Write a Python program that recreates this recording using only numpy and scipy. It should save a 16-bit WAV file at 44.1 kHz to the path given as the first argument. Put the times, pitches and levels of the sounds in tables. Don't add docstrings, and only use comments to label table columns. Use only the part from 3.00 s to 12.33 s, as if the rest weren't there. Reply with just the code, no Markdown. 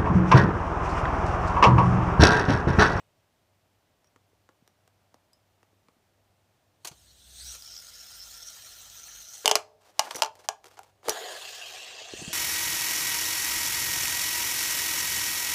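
import sys
import numpy as np
from scipy import signal
from scipy.fft import rfft, irfft
from scipy.io import wavfile

SR = 44100
rng = np.random.default_rng(int(sys.argv[2]) if len(sys.argv) > 2 else 0)


def store_pcm(level_fs):
    pcm = np.round(np.clip(level_fs, -1, 1) * 32767).astype(np.int16)
    wavfile.write(sys.argv[1], SR, np.atleast_2d(pcm).T)


N = 411453
T = np.arange(N) / SR

AIR_COLOUR = [(15, -41.5), (25, -30), (101, -10.5), (133, -16.5), (359, -20.5), (495, -21.5), (620, -17.5),
              (1270, -26.5), (3170, -30.5), (6050, -34.5), (15500, -42)]
# [f/Hz, level/dB]
HUM = [(98.2, -76.5), (99.72, -79.5)]
# [f/Hz, t60/s, level/dB]
ROOM = [(200, 0.33, -16), (500, 0.9, -12.5), (900, 0.4, -11), (2020, 0.17, -12), (4930, 0.38, -23),
        (9100, 0.15, -19.5), (15200, .2, -24.5)]
# [t/s, level/dB, hardness/dB]
TICKS = [(1.044, -71, 3), (1.161, -61.5, -5), (1.49, -59, -8), (1.677, -65, 8), (1.877, -66, 5),
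         (2.143, -58, -1.5), (2.332, -82.5, 25), (2.63, -64, -3), (2.885, -62.5, -4), (4.551, -59.5, 19),
         (7.151, -42, -2), (7.166, -45, -8), (7.354, -62.5, 10), (7.643, -55.5, 6), (7.6556, -58, 4),
         (7.683, -67, 12), (7.713, -63, -13), (7.791, -58, 14), (7.833, -63, 11), (8.031, -58.5, -12),
         (8.0837, -49, 22.5)]
# [t/s, peak level/dB, f/Hz, multiple of the usual ring time]
PINGS = [(1.045, -56, 5740, .7), (1.072, -58, 5760, .7), (1.677, -58, 5800, 1.0), (2.333, -49.5, 5120, 1.5),
         (3.874, -31.5, 6450, 1), (4.623, -33, 4950, .7), (6.494, -23.5, 5860, .5), (7.147, -27, 6000, .45),
         (7.158, -26, 5900, .4), (7.166, -23, 5880, .45), (7.183, -33, 5830, .5), (7.204, -41, 5850, .5),
         (8.0955, -13.5, 5850, .5), (8.1035, -18.5, 5850, .5)]
# [multiple of the ping's f, level/dB, t60/s]
STEEL_MODES = [(.98, -0.5, 0.024), (1, -9, 0.14), (1.06, -7.5, .02), (1.55, -11, 0.031)]
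# [t/s, level/dB, f/Hz]
BUMPS = [(1.16, -57, 272), (1.331, -57.5, 415), (1.49, -60, 270), (1.623, -55.5, 210), (2.145, -57, 260),
         (2.73, -59.5, 328), (2.885, -58, 250), (2.966, -61, 258), (3.844, -56, 159), (3.912, -46.5, 134),
         (6.478, -45.5, 200), (6.513, -46.5, 200), (6.555, -45, 191), (7.15, -47.5, 147), (8.085, -45, 145),
         (8.098, -52, 59.3), (9.016, -40.5, 526), (9.136, -29.5, 374), (9.139, -58, 50), (9.192, -47, 99),
         (9.217, -35, 337), (9.221, -37, 170), (9.278, -30.5, 171)]
# [t/s, level/dB, hardness/dB, weight/dB]
SCUFFS = [(3.8465, -45, 9, -8), (3.8705, -49.5, 15, -13), (3.913, -58, 2, -1), (6.443, -43.5, -19, 5.5),
          (6.491, -33, -3, -13), (6.559, -34, -3, -9), (7.066, -41.5, -34, -11), (7.106, -40.5, -2.5, -28),
          (7.145, -46, -14, 8.5), (7.154, -59.5, 27, 6), (7.389, -60.5, -1, 2), (7.655, -59, 5.5, 4.5),
          (7.769, -53, -11, -7.5), (8.056, -58, -22, 11), (8.075, -44, -28, 16), (8.099, -41, -12, 0)]
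# [t/s, level/dB, hardness/dB, weight/dB, table f/Hz, shell f/Hz, shell lift/dB, arm ring level/dB]
KNOCKS = [(6.4577, -24, 8, -12.5, 597, 3350, 11, -34), (6.478, -23, 8, -6.5, 615, 3000, 7.5, -35.5),
          (6.5131, -20.5, 2, -7.5, 660, 3150, 2.5, -39), (6.555, -22.5, 6, -11, 660, 4300, 2.5, -41),
          (6.9941, -21, 2.5, -32.5, 1080, 4950, 9.5, -45), (7.1101, -37.5, -4, -23, 1150, 3710, 21, -60.5),
          (7.2213, -21, -1, -24, 765, 4600, 0, -46), (7.488, -27, -1.5, -19, 768, 6400, 8.5, -59),
          (7.7917, -43, -56, -16, 785, 4500, -3, -72), (8.085, -27, -27, -3.5, 647, 4500, 5, -65.5),
          (8.0946, -41.5, 22.5, -2, 650, 6400, 11, -62)]
# [t/s, level/dB, hardness/dB, weight/dB, table f/Hz, shell f/Hz, shell lift/dB]
ROCKING = (7.2336, -28.5, -8, -16, 850, 5200, 3)
# [f/Hz, level/dB, t60/s]
THUD_MODES = [(315, -4, 0.037), (428.6, 16, 0.1)]
BOARD_MODES = [(618, -1, 0.083), (686, 2, 0.061), (778, 6, 0.033), (883, 10, 0.031), (1017, 0, 0.045),
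               (1064, -1, 0.03), (1150, -4, .04), (1410, -8, 0.025), (1637, -12.5, 0.14),
               (2030, -13, 0.054)]
# [f/Hz, level/dB, t60/s]
SHELL_MODES = [(2420, -8.5, 0.0098), (2980, 0.5, 0.011), (3270, -2, 0.009), (3620, -3, 0.0058),
               (4200, -1.5, 0.005), (4480, 5, 0.0064), (5060, 5, 0.006), (5870, 3.5, 0.0097),
               (6420, 2, 0.0038)]
CRACK_MODES = [(7440, -8.5, 0.0048), (8520, -3.5, 0.0064), (9600, -5, 0.007), (10200, -2.5, 0.007),
               (11340, -3, 0.004), (12900, -8, 0.0054)]
ARM_MODES = [(2859, -5, .1), (3000, -0.5, 0.084), (3050, 1.5, .11), (3150, -3.5, 0.07), (3240, -6.5, 0.083)]
# [t/s, level/dB]
IN_HAND = [(3.95, -60.5), (4.22, -58), (4.38, -47), (4.46, -43), (4.55, -43), (4.585, -48), (4.9, -47.5),
           (5.35, -44.5), (5.7, -45.5), (6.45, -45.5)]
# [t/s, f/Hz, level against the hiss/dB]
RACES = [(4.1, 3100, -13.5), (4.35, 3730, -4.5), (4.42, 4300, -0.5), (4.47, 5750, -2.5), (4.56, 5900, 1),
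         (4.62, 5500, -3), (4.68, 5450, 6), (4.81, 5260, 6), (4.85, 5100, -8.5), (4.93, 5200, -1),
         (4.99, 5400, 1.5), (5.07, 5300, -5), (5.19, 5300, 1.5), (5.28, 5300, -7.5), (5.39, 5500, 1.5),
         (5.49, 5700, 1), (5.6, 5750, -9.5), (5.8, 6000, -4.5), (6.3, 6000, 0.5), (6.45, 5870, -11)]
ASIDE_COLOUR = [(400, -21), (750, -11), (1000, -31), (1400, -6), (2350, -13), (3000, -7), (4150, 5),
                (4900, -4), (6300, 1), (7200, -3.5), (8300, 1), (9100, -2), (9700, -9), (15000, -13)]
HAND_COLOUR = [(240, -53.5), (400, -18.5), (673, -12.5), (1100, -25.5), (1380, -2.5), (1540, -16),
               (2360, -12.5), (4160, -3), (4560, -8), (5820, -3.5), (7910, -7), (8930, -9), (11100, -16),
               (14600, -10), (15500, -18)]
# [f/Hz, width/Hz, level/dB]
FRAME_RESONANCES = [(660, 84, -5), (880, 510, -9), (1400, 110, 1.5), (1800, 220, -1.5), (3177, 190, 4.5),
                    (4166, 180, 3.5), (6480, 200, 10), (7750, 180, -1.5), (8930, 500, 1)]
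RUBS = [(6.79, 0.16, -61), (6.929, 0.36, -49), (7.303, 0.22, -64), (7.619, 0.15, -60), (7.716, 0.23, -67.5),
        (8.03, 0.16, -48.5)]
RUB_COLOUR = [(300, -0.5), (800, 8.5), (1800, -1.5), (3200, -3), (6000, -4.5), (9000, -9), (15000, -17.5)]
TABLE_COLOUR = [(710, -35.5), (1200, -4.5), (1390, -12.5), (1620, -10), (2260, -7.5), (2800, 1),
                (3580, -3.5), (4430, -3.5), (5370, -5.5), (6730, -5.5), (9780, -16.5), (14200, -20.5),
                (15500, -25.5)]
PRESSED_COLOUR = [(710, -32.5), (1200, -3.5), (1650, -3), (2300, -6.5), (2800, -1), (3250, 3.5), (3800, 1),
                  (4350, 0.5), (5100, -6.5), (5600, -12.5), (6250, -14), (6850, 2), (7400, -9),
                  (8900, -9.5), (12000, -13.5), (15000, -20.5)]
COVERED_COLOUR = [(710, -40.5), (1200, -21), (1380, -17), (1570, -5), (1940, -4.5), (2160, -21.5),
                  (2680, -20), (4380, -4.5), (5040, -7), (6870, -0.5), (9500, -9), (11500, -25.5),
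                  (15500, -37)]
# [f/Hz, width/Hz, level/dB]
TABLE_RESONANCES = [(406, 100, 1.5), (706, 120, 7), (1090, 110, -2.5), (1600, 180, -0.5), (2000, 290, -4.5)]
CAP_RESONANCES = [(2616, 110, -0.5), (2800, 110, 0), (3080, 200, -2), (3290, 200, -2)]
# [t/s, cover from 0 open to 1, share of the highest hiss shaded off]
COVER = [(8.7, 0.056, 0.015), (8.95, 0, 0.64), (9.11, 0.068, 0.64), (9.19, 0.48, 0.33), (9.33, 0.76, 0.35)]
PALM = [(9.10, -90), (9.14, -55), (9.17, -60), (9.2, -55), (9.24, -53), (9.265, -60), (9.29, -45.5),
        (9.33, -62)]
PALM_COLOUR = [(45, -6), (120, -2), (330, -4), (520, -13), (1200, -44)]
# [f/Hz, width/Hz, level/dB]
PORT = [(9160, 540, 2), (9430, 550, -4), (10470, 450, 1), (11050, 600, -1.5), (12200, 450, 2.5),
        (13750, 340, -1), (14300, 450, 5.5)]

AIR_DB, CUTOFF_HZ = -71.2, 15500
FLICK_S, STOP_S = 3.95, 6.45
FLICK_TURNS_PER_S, DRAG_TURNS_PER_S2 = 21, 0.85
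BRUSH_S, BRUSH_LENGTH_S, BRUSH_LOSS_TURNS_PER_S = 4.5, 0.21, 3.1
CARRY_S, CLOSEST_S, IN_FRONT_S = 4.49, 4.46, 4.57
LOWERED_S = 6.15
FAN_DB, FAN_PASS_DB, FAN_COME_S, FAN_GO_S = -71, 18, 0.25, 0.15
TABLE_SPIN_S, LET_GO_S, LET_GO_TAKES_S = 8.12, 8.25, 0.24
BEARING_DB, BEARING_FADE_DB_PER_S = -41, 4.5
TOP_DB, PRESSED_TOP_DB, CAP_DB, PRESSED_CAP_DB = -53, 11, -7.5, -11
BALL_PASS_HZ, BALL_PASS_DB = 366, 1.0
COVER_GAIN_DB, SHADE_HZ = 8.5, 8600
BOUNCE_GAP_S, BOUNCE_LOSS_DB = 0.0135, 6.0
SHELL_HARDNESS = 0.59
LOW_MODES_HZ, LOW_MODES_FOLLOW = 940, 0.18
SPOT_LIFT_DB, SPOT_OCTAVES = 7.5, 0.2
GRIP_DETUNE, GRIP_ABOVE_HZ = 0.012, 2200
BUMP_CYCLES = 4.6
CATCH_DB, CATCH_PER_S = 3.5, 70


def from_db(db):
    return 10 ** (np.asarray(db) / 20)


def rms_one(x):
    return x / np.sqrt(np.mean(x ** 2) + 1e-20)


def in_time(rows):
    s, *columns = np.transpose(rows)
    return [np.interp(T, s, c) for c in columns]


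def ramp(start, length):
    return np.clip((T - start) / length, 0, 1)


def gate(start, end, fade_in, fade_out):
    return ramp(start - fade_in, fade_in) * (1 - ramp(end, fade_out))


def blend(share, first, second):
    share = np.clip(share, 0, 1)
    return np.sqrt(1 - share) * first + np.sqrt(share) * second


def add(out, s, sound):
    start = int(s * SR)
    out[start:start + len(sound)] += sound[:N - start]


def drift(rate):
    points = rng.standard_normal(int(N / SR * rate) + 2)
    return rms_one(np.interp(T * rate, np.arange(len(points)), points))


def coloured(x, spectrum):
    hz, db = np.transpose(spectrum)
    f = np.maximum(np.arange(N // 2 + 1) * SR / N, 1)
    gain = from_db(np.interp(np.log(f), np.log(hz), db))
    gain = gain * np.minimum(f / hz[0], 1) ** 2
    return rms_one(irfft(rfft(x) * gain, N))


def resonate(x, resonances, flutter_db=1.5):
    out = 0
    for k, (hz, width, db) in enumerate(resonances):
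        r = np.exp(-np.pi * width / SR)
        ring = signal.lfilter([1, 0, -1], [1, -2 * r * np.cos(2 * np.pi * hz / SR), r * r], x)
        flutter = flutter_db * (drift(35) + 0.54 * drift(7))
        out = out + (-1) ** k * from_db(db + flutter) * (1 - r * r) * ring
    return rms_one(out)


def rolling(per_s, spread_db):
    sizes = from_db(spread_db * np.minimum(rng.exponential(1, N), 4))
    sizes = sizes * rng.choice([-1, 1], N)
    return rms_one(sizes * (rng.random(N) < per_s / SR))


def flicker(x, depth_db, per_s, count):
    spectrum = rfft(x)
    position = np.linspace(0, 1, len(spectrum), endpoint=False)
    band = (np.sqrt(position) * count).astype(int)
    gains = (rms_one(from_db(depth_db * drift(per_s))) for _ in range(count))
    return sum(gain * irfft(spectrum * (band == k), N) for k, gain in enumerate(gains))


def struck(modes, t, scatter_db):
    hz, db, t60 = np.transpose(modes)[:, :, None]
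    gain = from_db(db + scatter_db * rng.standard_normal(hz.shape))
    detune = 1 + GRIP_DETUNE * (hz > GRIP_ABOVE_HZ) * rng.standard_normal(hz.shape)
    decay = np.exp(-np.log(1000) * t / t60)
    return np.sum(gain * np.cos(2 * np.pi * hz * detune * t) * decay, axis=0)


def shares(db, hardness_db, weight_db):
    return db + weight_db, db, db + SHELL_HARDNESS * hardness_db, db + hardness_db


def weighted(modes, weight_db):
    octaves_below = [max(np.log2(LOW_MODES_HZ / hz), 0) for hz, *_ in modes]
    return [(hz, db + LOW_MODES_FOLLOW * weight_db * octaves, t60)
            for (hz, db, t60), octaves in zip(modes, octaves_below)]


def favoured(modes, spot_hz, lift_db):
    return [(hz, db + lift_db * np.exp(-(np.log2(hz / spot_hz) / SPOT_OCTAVES) ** 2), t60)
            for hz, db, t60 in modes]


def bodies(spot):
    if not spot:
        return THUD_MODES, BOARD_MODES, SHELL_MODES, CRACK_MODES
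    table_hz, shell_hz, lift_db = spot[:3]
    board = favoured(BOARD_MODES, table_hz, SPOT_LIFT_DB)
    return THUD_MODES, board, favoured(SHELL_MODES, shell_hz, lift_db), CRACK_MODES


def contacts(rows, part_db, chatter, chatter_s, damping, swell_s=0):
    out, t = np.zeros(N), T[:SR // 6]
    radiation = []
    for modes in (THUD_MODES, BOARD_MODES, SHELL_MODES, CRACK_MODES):
        edges = 0.86 * modes[0][0], min(1.23 * modes[-1][0], 15000)
        radiation.append(signal.butter(4, edges, "band", fs=SR, output="sos"))
    for s, blow_db, hardness_db, weight_db, *spot in rows:
        force = rng.standard_normal(len(t)) * rng.exponential(1, len(t)) * np.exp(-t / chatter_s)
        force *= chatter / np.linalg.norm(force)
        force[0] -= 1
        if swell_s:
            force *= 1 - np.exp(-t / swell_s)
        levels = shares(blow_db, hardness_db, weight_db)
        for modes, sos, db, trim_db in zip(bodies(spot), radiation, levels, part_db):
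            ring = struck(weighted(modes, weight_db), t, scatter_db=2.5)
            ring = ring * np.exp(-damping * t)
            sound = signal.sosfilt(sos, signal.fftconvolve(force, ring)[:len(t)])
            sound = sound / np.linalg.norm(sound) * np.sqrt(SR // 100)
            add(out, s, from_db(db + trim_db) * sound)
    return out


def background():
    hum = sum(from_db(db) * np.sin(2 * np.pi * hz * T) for hz, db in HUM)
    air = coloured(rng.standard_normal(N), AIR_COLOUR)
    return hum + from_db(AIR_DB + 0.37 * drift(1.0)) * air


def ticks():
    rows = [(*tick, 0) for tick in TICKS]
    return contacts(rows, part_db=(-6.0, 0.0, -7.5, -14.5), chatter=1.0, chatter_s=0.0026, damping=1700)


def pings():
    out = np.zeros(N)
    for s, db, hz, length in PINGS:
        modes = [(hz * k, mode_db, t60 * length) for k, mode_db, t60 in STEEL_MODES]
        ring = struck(modes, T[:SR // 6], scatter_db=3.0)
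        add(out, s, from_db(db) * ring / np.abs(ring).max())
    return out


def bumps():
    out, t = np.zeros(N), T[:SR // 6]
    for s, db, hz in BUMPS:
        onset = (1 - np.exp(-t / 0.0018)) ** 2
        shape = onset * np.exp(-np.log(1000) * t * hz / BUMP_CYCLES)
        add(out, s, -from_db(db) * shape / shape.max() * np.sin(2 * np.pi * hz * t))
    return out


def scuffs():
    return contacts(SCUFFS, part_db=(-2.0, 0.6, 0.0, -9.0), chatter=1, chatter_s=0.0077, damping=600,
                    swell_s=.004)


def rotation():
    brush_loss = BRUSH_LOSS_TURNS_PER_S * ramp(BRUSH_S, BRUSH_LENGTH_S)
    turns_per_s = FLICK_TURNS_PER_S - DRAG_TURNS_PER_S2 * (T - FLICK_S) - brush_loss
    return 2 * np.pi * np.cumsum(turns_per_s) / SR


def singing_races(wobble):
    race_hz = in_time(RACES)[0]
    r = np.exp(-np.pi * 680 / SR)
    carrier = np.exp(2j * np.pi * np.cumsum(race_hz) / SR)
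    slips = rolling(per_s=720, spread_db=-1.0) * from_db(1.5 * wobble + 0.78 * drift(30))
    ring = signal.lfilter([1], [1, -2 * r, r * r], slips / carrier)
    return rms_one(np.real(carrier * ring))


def spin_in_hand():
    level = from_db(in_time(IN_HAND)[0]) * gate(FLICK_S, STOP_S, fade_in=0.16, fade_out=.03)
    in_front = ramp(CARRY_S, IN_FRONT_S - CARRY_S)
    angle = rotation()
    wobble = np.cos(angle) + 0.57 * np.cos(2 * angle) + .5 * drift(40)
    surge = from_db(0.36 * wobble + 1.1 * drift(260))
    aside = coloured(rolling(per_s=7600, spread_db=1.5), ASIDE_COLOUR)
    balls = coloured(rolling(per_s=9100, spread_db=0.5) * surge, HAND_COLOUR)
    frame = resonate(rolling(per_s=3000, spread_db=4.5) * surge, FRAME_RESONANCES, flutter_db=2.0)
    front = from_db(-6) * balls + from_db(-9.0) * frame
    race_db = in_time(RACES)[1]
    races = from_db(race_db - 5.0) * singing_races(wobble)
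    return level * (blend(in_front, from_db(-2.5) * aside, front) + races)


def fanning():
    pass_s = np.where(T < CLOSEST_S, FAN_COME_S, FAN_GO_S)
    closeness = np.exp(-((T - CLOSEST_S) / pass_s) ** 2)
    level = from_db(FAN_DB + FAN_PASS_DB * closeness) * gate(FLICK_S, LOWERED_S, fade_in=0.037, fade_out=.3)
    arms = 3 * rotation()
    tone = rms_one(np.sin(arms) + from_db(-17.0) * np.sin(2 * arms))
    tone = tone * from_db(-2.5 + (5.5 - 3.6 * closeness) * drift(8.9))
    wake_colour = [(40, -2.0), (70, 6.0), (130, -3.0), (300, -11.0), (900, -24.0), (4000, -65.5)]
    wake = coloured(rng.standard_normal(N), wake_colour)
    return level * (tone + from_db(-0.5 - 13.5 * closeness) * wake)


def bounces(first, count):
    s, db, *rest = first
    return [(s + k * BOUNCE_GAP_S, db - k * BOUNCE_LOSS_DB, *rest) for k in range(count)]


def knocks():
    rows = KNOCKS + bounces(ROCKING, count=3)
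    return contacts(rows, part_db=(-1.0, 0.0, 1.0, -12.0), chatter=0.61, chatter_s=0.0032, damping=2.9)


def arms_ring():
    out = np.zeros(N)
    for s, *_, db in KNOCKS:
        ring = struck(ARM_MODES, T[:SR // 4], scatter_db=1.0)
        add(out, s, from_db(db) * ring / np.linalg.norm(ring) * np.sqrt(SR // 100))
    return out


def fingers():
    rub = sum(from_db(db) * np.sin(np.pi * ramp(s, length)) for s, length, db in RUBS)
    catches = rms_one(from_db(CATCH_DB * drift(CATCH_PER_S)))
    return rub * catches * coloured(rolling(per_s=3200, spread_db=2.5), RUB_COLOUR)


def spin_on_table():
    cover, shade = in_time(COVER)
    pressed = 1 - ramp(LET_GO_S, LET_GO_TAKES_S)
    running = gate(TABLE_SPIN_S, T[-1], fade_in=0.083, fade_out=.1)
    fade_db = BEARING_FADE_DB_PER_S * (T - TABLE_SPIN_S)
    bearing_level = running * from_db(BEARING_DB - fade_db + COVER_GAIN_DB * cover)
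    top_level = running * from_db(TOP_DB + PRESSED_TOP_DB * pressed)
    turn_db = 0.56 * np.cos(2 * np.pi * 24 * T)
    ball_db = BALL_PASS_DB * np.cos(2 * np.pi * BALL_PASS_HZ * T)
    surge = from_db(turn_db + ball_db + 0.75 * drift(170))
    free, held, covered, cap, board = [rolling(per_s=4500, spread_db=-0.5) * surge for _ in range(5)]
    hiss = blend(pressed, coloured(free, TABLE_COLOUR), from_db(-0.5) * coloured(held, PRESSED_COLOUR))
    hiss = blend(cover, hiss, coloured(covered, COVERED_COLOUR))
    highest = signal.sosfiltfilt(signal.butter(6, SHADE_HZ, "high", fs=SR, output="sos"), hiss)
    hiss = hiss - np.clip(shade, 0, 1) * highest
    cap = from_db(CAP_DB + PRESSED_CAP_DB * pressed) * resonate(cap, CAP_RESONANCES, flutter_db=0.0)
    top_band = signal.butter(2, [320, 2400], "band", fs=SR, output="sos")
    board = signal.sosfilt(top_band, resonate(board, TABLE_RESONANCES, flutter_db=1.5))
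    return bearing_level * (from_db(-2.0) * hiss + cap) + top_level * rms_one(board)


def palm():
    level = from_db(in_time(PALM)[0]) * gate(PALM[0][0], T[-1], fade_in=.01, fade_out=.01)
    return level * coloured(rolling(per_s=900, spread_db=2), PALM_COLOUR)


def room(x):
    t, response = T[:SR // 2], 0
    hz, t60, db = np.transpose(ROOM)
    edges = np.geomspace(120, 16000, 15)
    for low, high in zip(edges, edges[1:]):
        band_filter = signal.butter(2, [low, high], "band", fs=SR, output="sos")
        band = signal.sosfilt(band_filter, rng.standard_normal(len(t)))
        centre = np.sqrt(low * high)
        decay = np.exp(-np.log(1000) * t / np.interp(centre, hz, t60))
        decay = decay + 4.1 * np.exp(-t / 0.024)
        decay *= np.clip((t - .003) / 0.003, 0, 1)
        response = response + from_db(np.interp(centre, hz, db)) * band * decay / np.linalg.norm(decay)
    return signal.fftconvolve(x, response)[:N]


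def scene():
    whirr = flicker(spin_in_hand() + spin_on_table(), depth_db=2.5, per_s=45, count=44)
    handling = ticks() + scuffs() + knocks() + arms_ring()
    near = whirr + handling + pings() + fingers()
    return (near + room(near) + fanning() + bumps() + palm() + background())[None]


def record(dry):
    for hz, width, db in PORT:
        peak = signal.lfilter(*signal.iirpeak(hz, hz / width, fs=SR), dry)
        dry = dry + (from_db(db) - 1) * peak
    rounded = 0.82 * np.tanh(dry / 0.74)
    return signal.sosfilt(signal.ellip(10, .2, 70, CUTOFF_HZ, fs=SR, output="sos"), rounded)


dry = scene()
out = record(dry)
store_pcm(out)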